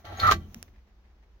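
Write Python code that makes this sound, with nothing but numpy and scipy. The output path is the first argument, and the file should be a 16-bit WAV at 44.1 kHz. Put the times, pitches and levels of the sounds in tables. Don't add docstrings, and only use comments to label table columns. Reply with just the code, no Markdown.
import sys
import numpy as np
from scipy import signal
from scipy.fft import rfft, irfft
from scipy.io import wavfile

SR = 44100
rng = np.random.default_rng(int(sys.argv[2]) if len(sys.argv) > 2 else 0)


def inscribe(sig):
    pcm = np.round(np.clip(np.atleast_2d(sig).T, -1, 1) * 32767)
    wavfile.write(sys.argv[1], SR, pcm.astype(np.int16))


N = 61739
T = np.arange(N) / SR
FREQS = np.fft.rfftfreq(N, 1 / SR)


def amp(db):
    return 10 ** (np.asarray(db) / 20)


def unit(x):
    return x / np.sqrt(np.mean(x ** 2) + 1e-20)


def curve(rows, column=1):
    rows = np.array(rows)
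    return np.interp(T, rows[:, 0], rows[:, column])


def fader(rows, release_db_per_s=0):
    return amp(curve(rows) - release_db_per_s * np.maximum(T - rows[-1][0], 0))


def strike(start, rise, t60):
    age = np.maximum(T - start, 0)
    return np.minimum(age / rise, 1) * amp(-60 * age / t60)


def arch(start, length):
    return np.sin(np.pi * np.clip((T - start) / length, 0, 1) ** .6)


def pan(db):
    return amp([[db / 2], [-db / 2]])


def wander(hz):
    return unit(irfft(rfft(rng.standard_normal(N)) / (1 + (FREQS / hz) ** 4), N))


def spectrum_at(points, hz):
    f, value = np.transpose(points)
    return np.interp(np.log(hz + 1), np.log(f + 1), value)


def equalise(x, points):
    log_gain = np.log(amp(spectrum_at(points, abs(np.fft.fftfreq(4096, 1 / SR)))))
    taps = np.fft.ifft(np.exp(signal.hilbert(log_gain).conj())).real
    return signal.oaconvolve(x, taps[None], axes=1)[:, :N]


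# frequency in Hz, left-right correlation from -1 to 1.
STEREO_IMAGE = [(80, .99), (200, .87), (750, .75), (1300, .2), (2500, -.15), (6000, 0)]
def stereo(x):
    a, b = rfft(x)
    same = np.clip(spectrum_at(STEREO_IMAGE, FREQS), -1, 1)
    mid, side = a * np.sqrt((1 + same) / 2), b * np.sqrt((1 - same) / 2)
    return irfft(np.array([mid + side, mid - side]), N)


def noise(points):
    white = stereo(rng.standard_normal((2, N)))
    return unit(irfft(rfft(white) * amp(spectrum_at(points, FREQS)), N))


def band(hz, width_hz):
    gain = 1 / (1 + ((FREQS - hz) / width_hz) ** 2)
    return unit(irfft(rfft(rng.standard_normal((2, N))) * gain, N))


# frequency in Hz, EQ gain in dB.
CAB_EQ = [(15, -22.5), (35, -4), (58, 3), (76, -7.5), (105, -20.5), (165, -25.5), (205, -16.5),
          (255, -29.5), (380, -22), (520, -30), (800, -30.5), (1800, -35.5), (6200, -46), (8500, -63.5),
          (16000, -53.5)]
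def cab(level_db=-56):
    return noise(CAB_EQ) * amp(level_db)


# time in seconds, level in dB.
HISS_LEVEL = [(0, -61.5), (.2, -116), (.36, -61), (.45, -69), (.57, -59), (.66, -66.5), (.76, -82.5),
              (1.0, -91.5)]
# frequency in Hz, EQ gain in dB.
HISS_EQ = [(200, -16), (700, 4), (1500, -4), (3100, -6), (4800, -12), (6200, -2.5), (8300, -29),
           (11000, -15.5), (15500, -7)]
def hiss():
    return noise(HISS_EQ) * fader(HISS_LEVEL)


# start in seconds, length in seconds, level in dB.
FINGER_STROKES = [(0.679, 0.015, -64), (0.735, 0.091, -68.5), (0.866, 0.056, -71), (1.033, 0.106, -73),
                  (1.224, 0.028, -67)]
# frequency in Hz, EQ gain in dB.
RUSTLE_EQ = [(200, -15), (800, 4), (1300, -4.5), (2000, 3.5), (3200, -10), (6000, -15), (8000, -28)]
def rustles(grain_db=2.5):
    strokes = sum(amp(db) * arch(start, length) for start, length, db in FINGER_STROKES)
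    return noise(RUSTLE_EQ) * unit(amp(grain_db * wander(250))) * strokes


# time in seconds, level in dB.
HANDLING_LEVEL = [(0, -60.5), (.17, -47.5), (.25, -33.5), (.34, -33), (.40, -40), (.5, -48), (.62, -54),
                  (.76, -60), (.92, -85)]
# frequency in Hz, EQ gain in dB.
HANDLING_EQ = [(12, -16.5), (35, -3.5), (80, 11.5), (125, -3), (200, -3), (380, -12), (520, -23.5),
               (1000, -30.5), (3000, -53)]
def handling():
    return noise(HANDLING_EQ) * fader(HANDLING_LEVEL)


# start in seconds, level in dB, snap pitch in Hz, relative snap level in dB.
CLICK_CUES = [(0.5454, -33, 14100, 8.5), (0.6279, -32, 9370, 17)]
# pitch in Hz, relative level in dB, leftward pan in dB.
CLICK_BODY = [(787, -15, -9.5), (1820, -5, -15), (2580, -3.5, -13.5), (3700, -14, 11.5),
              (5630, -0.5, -14.5), (6790, -10.5, 20.5), (14800, -13, 7)]
def clicks(rise_s=.0001, body_t60=.0042, snap_t60=.00051, left_lag_s=.00013, tail_db=-30, tail_t60=.14):
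    out = np.zeros((2, N))
    for start, db, snap_hz, snap_db in CLICK_CUES:
        age = T - start - [[left_lag_s], [0]]
        body = sum(amp(level) * pan(side) * np.sin(2 * np.pi * hz * age)
                   for hz, level, side in CLICK_BODY)
        snap_tone = amp(snap_db) * pan(-10) * np.sin(2 * np.pi * snap_hz * age)
        snap = snap_tone * strike(start, rise_s, snap_t60)
        tail = amp(tail_db) * strike(start, rise_s, tail_t60) * noise(HISS_EQ)
        out += amp(db) * (body * strike(start, rise_s, body_t60) + snap + tail)
    return out


# time in seconds, level in dB.
DRONE_LEVEL = [(.03, -72), (.08, -48.5), (.14, -43), (.17, -57), (.21, -43), (.235, -30.5), (.285, -28.5),
               (.315, -41), (.345, -66.5), (.42, -70)]
# start in seconds, pitch in Hz, level in dB, 60 dB decay in seconds.
PANEL_THUMPS = [(0.324, 42, -40, .35), (0.304, 405.7, -34, 0.14), (.32, 202.2, -39, 0.44),
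                (0.336, 338.4, -41, 0.24), (0.345, 152.8, -44, 0.35), (0.554, 227, -41, 0.12),
                (0.56, 165, -44.5, 0.11)]
def dashboard(drone_hz=96, rise_s=.011, waver=.0052):
    out = fader(DRONE_LEVEL, release_db_per_s=150) * unit(np.sin(2 * np.pi * drone_hz * T))
    for start, hz, db, t60 in PANEL_THUMPS:
        pitch = hz * (1 + waver * wander(40)) * (T > start)
        boom = unit(np.sin(2 * np.pi * np.cumsum(pitch) / SR))
        out += amp(db) * strike(start, rise_s, t60) * boom
    return out


# time in seconds, level in dB.
GRIND_LEVEL = [(.040, -71), (.046, -51), (.07, -55), (.10, -44), (.128, -40), (.168, -60.5), (.195, -42),
               (.22, -81), (.33, -66)]
# frequency in Hz, EQ gain in dB.
GRIND_EQ = [(150, -14.5), (430, 0.5), (530, -7.5), (700, 9), (850, 1), (1050, -12), (1350, -10.5),
            (2400, -24), (5000, -47)]
# start in seconds, level in dB.
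GRIND_CATCHES = [(0.045, -50.5), (0.193, -36)]
def grind(rise_s=.00078, catch_t60=.038):
    catches = sum(amp(db) * strike(start, rise_s, catch_t60) for start, db in GRIND_CATCHES)
    return noise(GRIND_EQ) * (fader(GRIND_LEVEL, release_db_per_s=300) + catches)


# start in seconds, length in seconds, pitch in Hz, level in dB,
# jitter as a share of the pitch.
THIN_CHIRPS = [(.171, 0.031, 6540, -51, 0), (0.1992, 0.0079, 4300, -30, 0),
               (.204, 0.028, 4260, -35.5, 0.01), (0.40, 0.095, 3104, -67.5, 0.04)]
def chirps(rasp=.37, third_harmonic_db=-22):
    out = np.zeros((2, N))
    for start, length, hz, db, jitter in THIN_CHIRPS:
        pitch = hz * (1 + jitter * np.array([wander(900), wander(900)]))
        phase = 2 * np.pi * np.cumsum(pitch, 1) / SR
        tone = np.sin(phase) + amp(third_harmonic_db) * np.sin(3 * phase)
        out += amp(db) * arch(start, length) * unit(tone * (1 + rasp * wander(700)))
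    return out


# pitch in Hz, relative level in dB, 60 dB decay in seconds.
TRAY_MODES = [(613, -7.5, .25), (670.5, -2.5, 0.13), (784, 5, 0.063), (845, 4, 0.07), (1154, 1.5, 0.13),
              (1355.3, 5.5, 0.052), (1575, -6.5, 0.089), (1790, -10, 0.046), (1988, -8.5, 0.1),
              (2342, -12, .1), (3203, -4.5, 0.072), (3865, -8, .07), (4290, -6.5, .08), (6120, -10.5, 0.08)]
def tray_ring(force):
    t = T[:SR // 3]
    response = np.zeros((2, len(t)))
    for hz, db, t60 in TRAY_MODES:
        phase = rng.uniform(-.9, .9, (2, 1)) * (hz / 1200) ** 2
        response += amp(db - 60 * t / t60) * np.sin(2 * np.pi * hz * t + phase)
    return signal.oaconvolve(force, unit(response) / np.sqrt(len(t)), axes=1)[:, :N]


def judder(rate_hz=94, drift_depth=.05, crest_s=.2375):
    drift = np.cumsum(drift_depth * wander(50)) / SR
    return 2 * np.pi * rate_hz * (T - crest_s + drift - np.interp(crest_s, T, drift))


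# time in seconds, level in dB.
SCRAPE_LEVEL = [(.04, -70.5), (.052, -48.5), (.10, -51), (.128, -50), (.165, -48.5), (.195, -43.5),
                (.225, -36), (.245, -34.5), (.30, -33), (.328, -36.5), (.36, -65.5), (.40, -65)]
# frequency in Hz, EQ gain in dB.
SCRAPE_EQ = [(100, -4), (350, -16), (520, -10), (720, -5.5), (1000, -7), (1900, 5.5), (2600, -5),
             (3900, -3), (5200, -14.5), (6500, -12.5), (7800, -46.5), (10000, -23), (15500, -20)]
def scrape(judder_phase, grain_db=3, grains_per_s=3000, pulsing=.1, smooth_mix=.3):
    sizes = amp(grain_db * np.minimum(rng.exponential(1, (2, N)), 4))
    grains = sizes * rng.choice([-1, 1], (2, N)) * (rng.random((2, N)) < grains_per_s / SR)
    crackle = unit(equalise(stereo(grains), SCRAPE_EQ))
    grit = unit(crackle + smooth_mix * noise(SCRAPE_EQ))
    return grit * fader(SCRAPE_LEVEL, release_db_per_s=82) * (1 + pulsing * np.cos(judder_phase))


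# start in seconds, level in dB,
# 60 dB decay in seconds, pitch of the struck edge in Hz, relative edge level in dB.
TRAY_KNOCKS = [(0.052, -51, 0.06, 4300, -1), (0.1965, -37, 0.17, 3650, 0), (0.269, -34, 0.12, 3900, -5),
               (0.3117, -21, 0.1, 3900, -11.5), (0.3195, -31.5, 0.065, 4400, -5.5)]
# frequency in Hz, EQ gain in dB.
KNOCK_EQ = [(100, -12.5), (400, -8), (800, -6), (1500, 5), (2400, 3.5), (4200, -2), (5200, -2.5),
            (6600, -3.5), (8500, -23.5), (11000, -15.5), (15500, -14.5)]
def knocks(rattle_db=.8, rise_s=.0013, lead_in_db=-11, lead_in_s=.004, edge_width_hz=260):
    crunch = noise(KNOCK_EQ) * amp(rattle_db * wander(600))
    out = np.zeros((2, N))
    for start, db, t60, edge_hz, edge_db in TRAY_KNOCKS:
        blow = strike(start, rise_s, t60)
        lead_in = amp(lead_in_db) * np.exp(-abs(T - start) / lead_in_s)
        edge = amp(edge_db) * band(edge_hz, edge_width_hz)
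        out += amp(db) * (crunch * (blow + lead_in) + edge * blow)
    return out


# time in seconds, pitch in Hz, level in dB.
SQUEAL_CONTOUR = [(.205, 1330, -52), (.228, 1320, -33), (.234, 1330, -19.5), (.268, 1340, -18),
                  (.274, 1270, -17.5), (.284, 1200, -17.5), (.2955, 1260, -12.5), (.300, 1260, -20),
                  (.307, 1290, -22.5), (.314, 1210, -20.5), (.322, 1165, -14), (.326, 1230, -24),
                  (.345, 1190, -50)]
# pitch in Hz, relative level in dB, jitter as a share of the pitch.
SQUEAL_SIDE_NOTES = [(790, -20, .05), (1185, -10.5, .025), (1790, -17.5, .028), (1960, -17, .028)]
# time in seconds, share of the note lost from 0 to 1.
SQUEAL_SNAGS = [(.245, .6), (.252, .45), (.2725, .95), (.278, .85), (.2988, .85), (.317, .7), (.3247, .85)]
def squeal(judder_phase, vibrato=.015, tremolo=.14, shimmer=.082, snag_s=.0013, left_lead_s=.00019):
    hz = curve(SQUEAL_CONTOUR) * (1 + vibrato * np.sin(judder_phase) + .018 * wander(250))
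    phase = 2 * np.pi * (np.cumsum(hz) / SR + hz * np.array([[left_lead_s], [0]]))
    tone = np.sin(phase) + amp(-31) * np.sin(2 * phase) + amp(-35) * np.sin(3 * phase)
    for note_hz, db, jitter in SQUEAL_SIDE_NOTES:
        side_hz = note_hz * (1 + jitter * np.array([wander(300), wander(300)]))
        tone += amp(db) * np.sin(2 * np.pi * np.cumsum(side_hz, 1) / SR)
    chop = 1 + tremolo * np.cos(judder_phase)
    flicker = 1 + shimmer * np.array([wander(250), wander(250)])
    dropouts = 1 - sum(share * np.exp(-((T - at) / snag_s) ** 2) for at, share in SQUEAL_SNAGS)
    gate = (T > SQUEAL_CONTOUR[0][0]) & (T < SQUEAL_CONTOUR[-1][0])
    level = amp(curve(SQUEAL_CONTOUR, column=2)) * gate
    return unit(tone) * chop * flicker * dropouts * level * pan(-3)


def scene(scrape_send_db=-3, squeal_send_db=-30, knock_send_db=-7):
    judder_phase = judder()
    rub, note, hits = scrape(judder_phase), squeal(judder_phase), knocks()
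    force = amp(scrape_send_db) * rub + amp(squeal_send_db) * note + amp(knock_send_db) * hits
    tray = rub + note + hits + tray_ring(force) + chirps() + grind()
    background = hiss() + cab()
    return background + dashboard() + handling() + clicks() + rustles() + tray


def record(dry, cutoff_hz=16100):
    lowpass = signal.firwin(511, cutoff_hz, window=("kaiser", 9), fs=SR)
    return signal.oaconvolve(dry, lowpass[None], "same")


dry = scene()
out = record(dry)
inscribe(out)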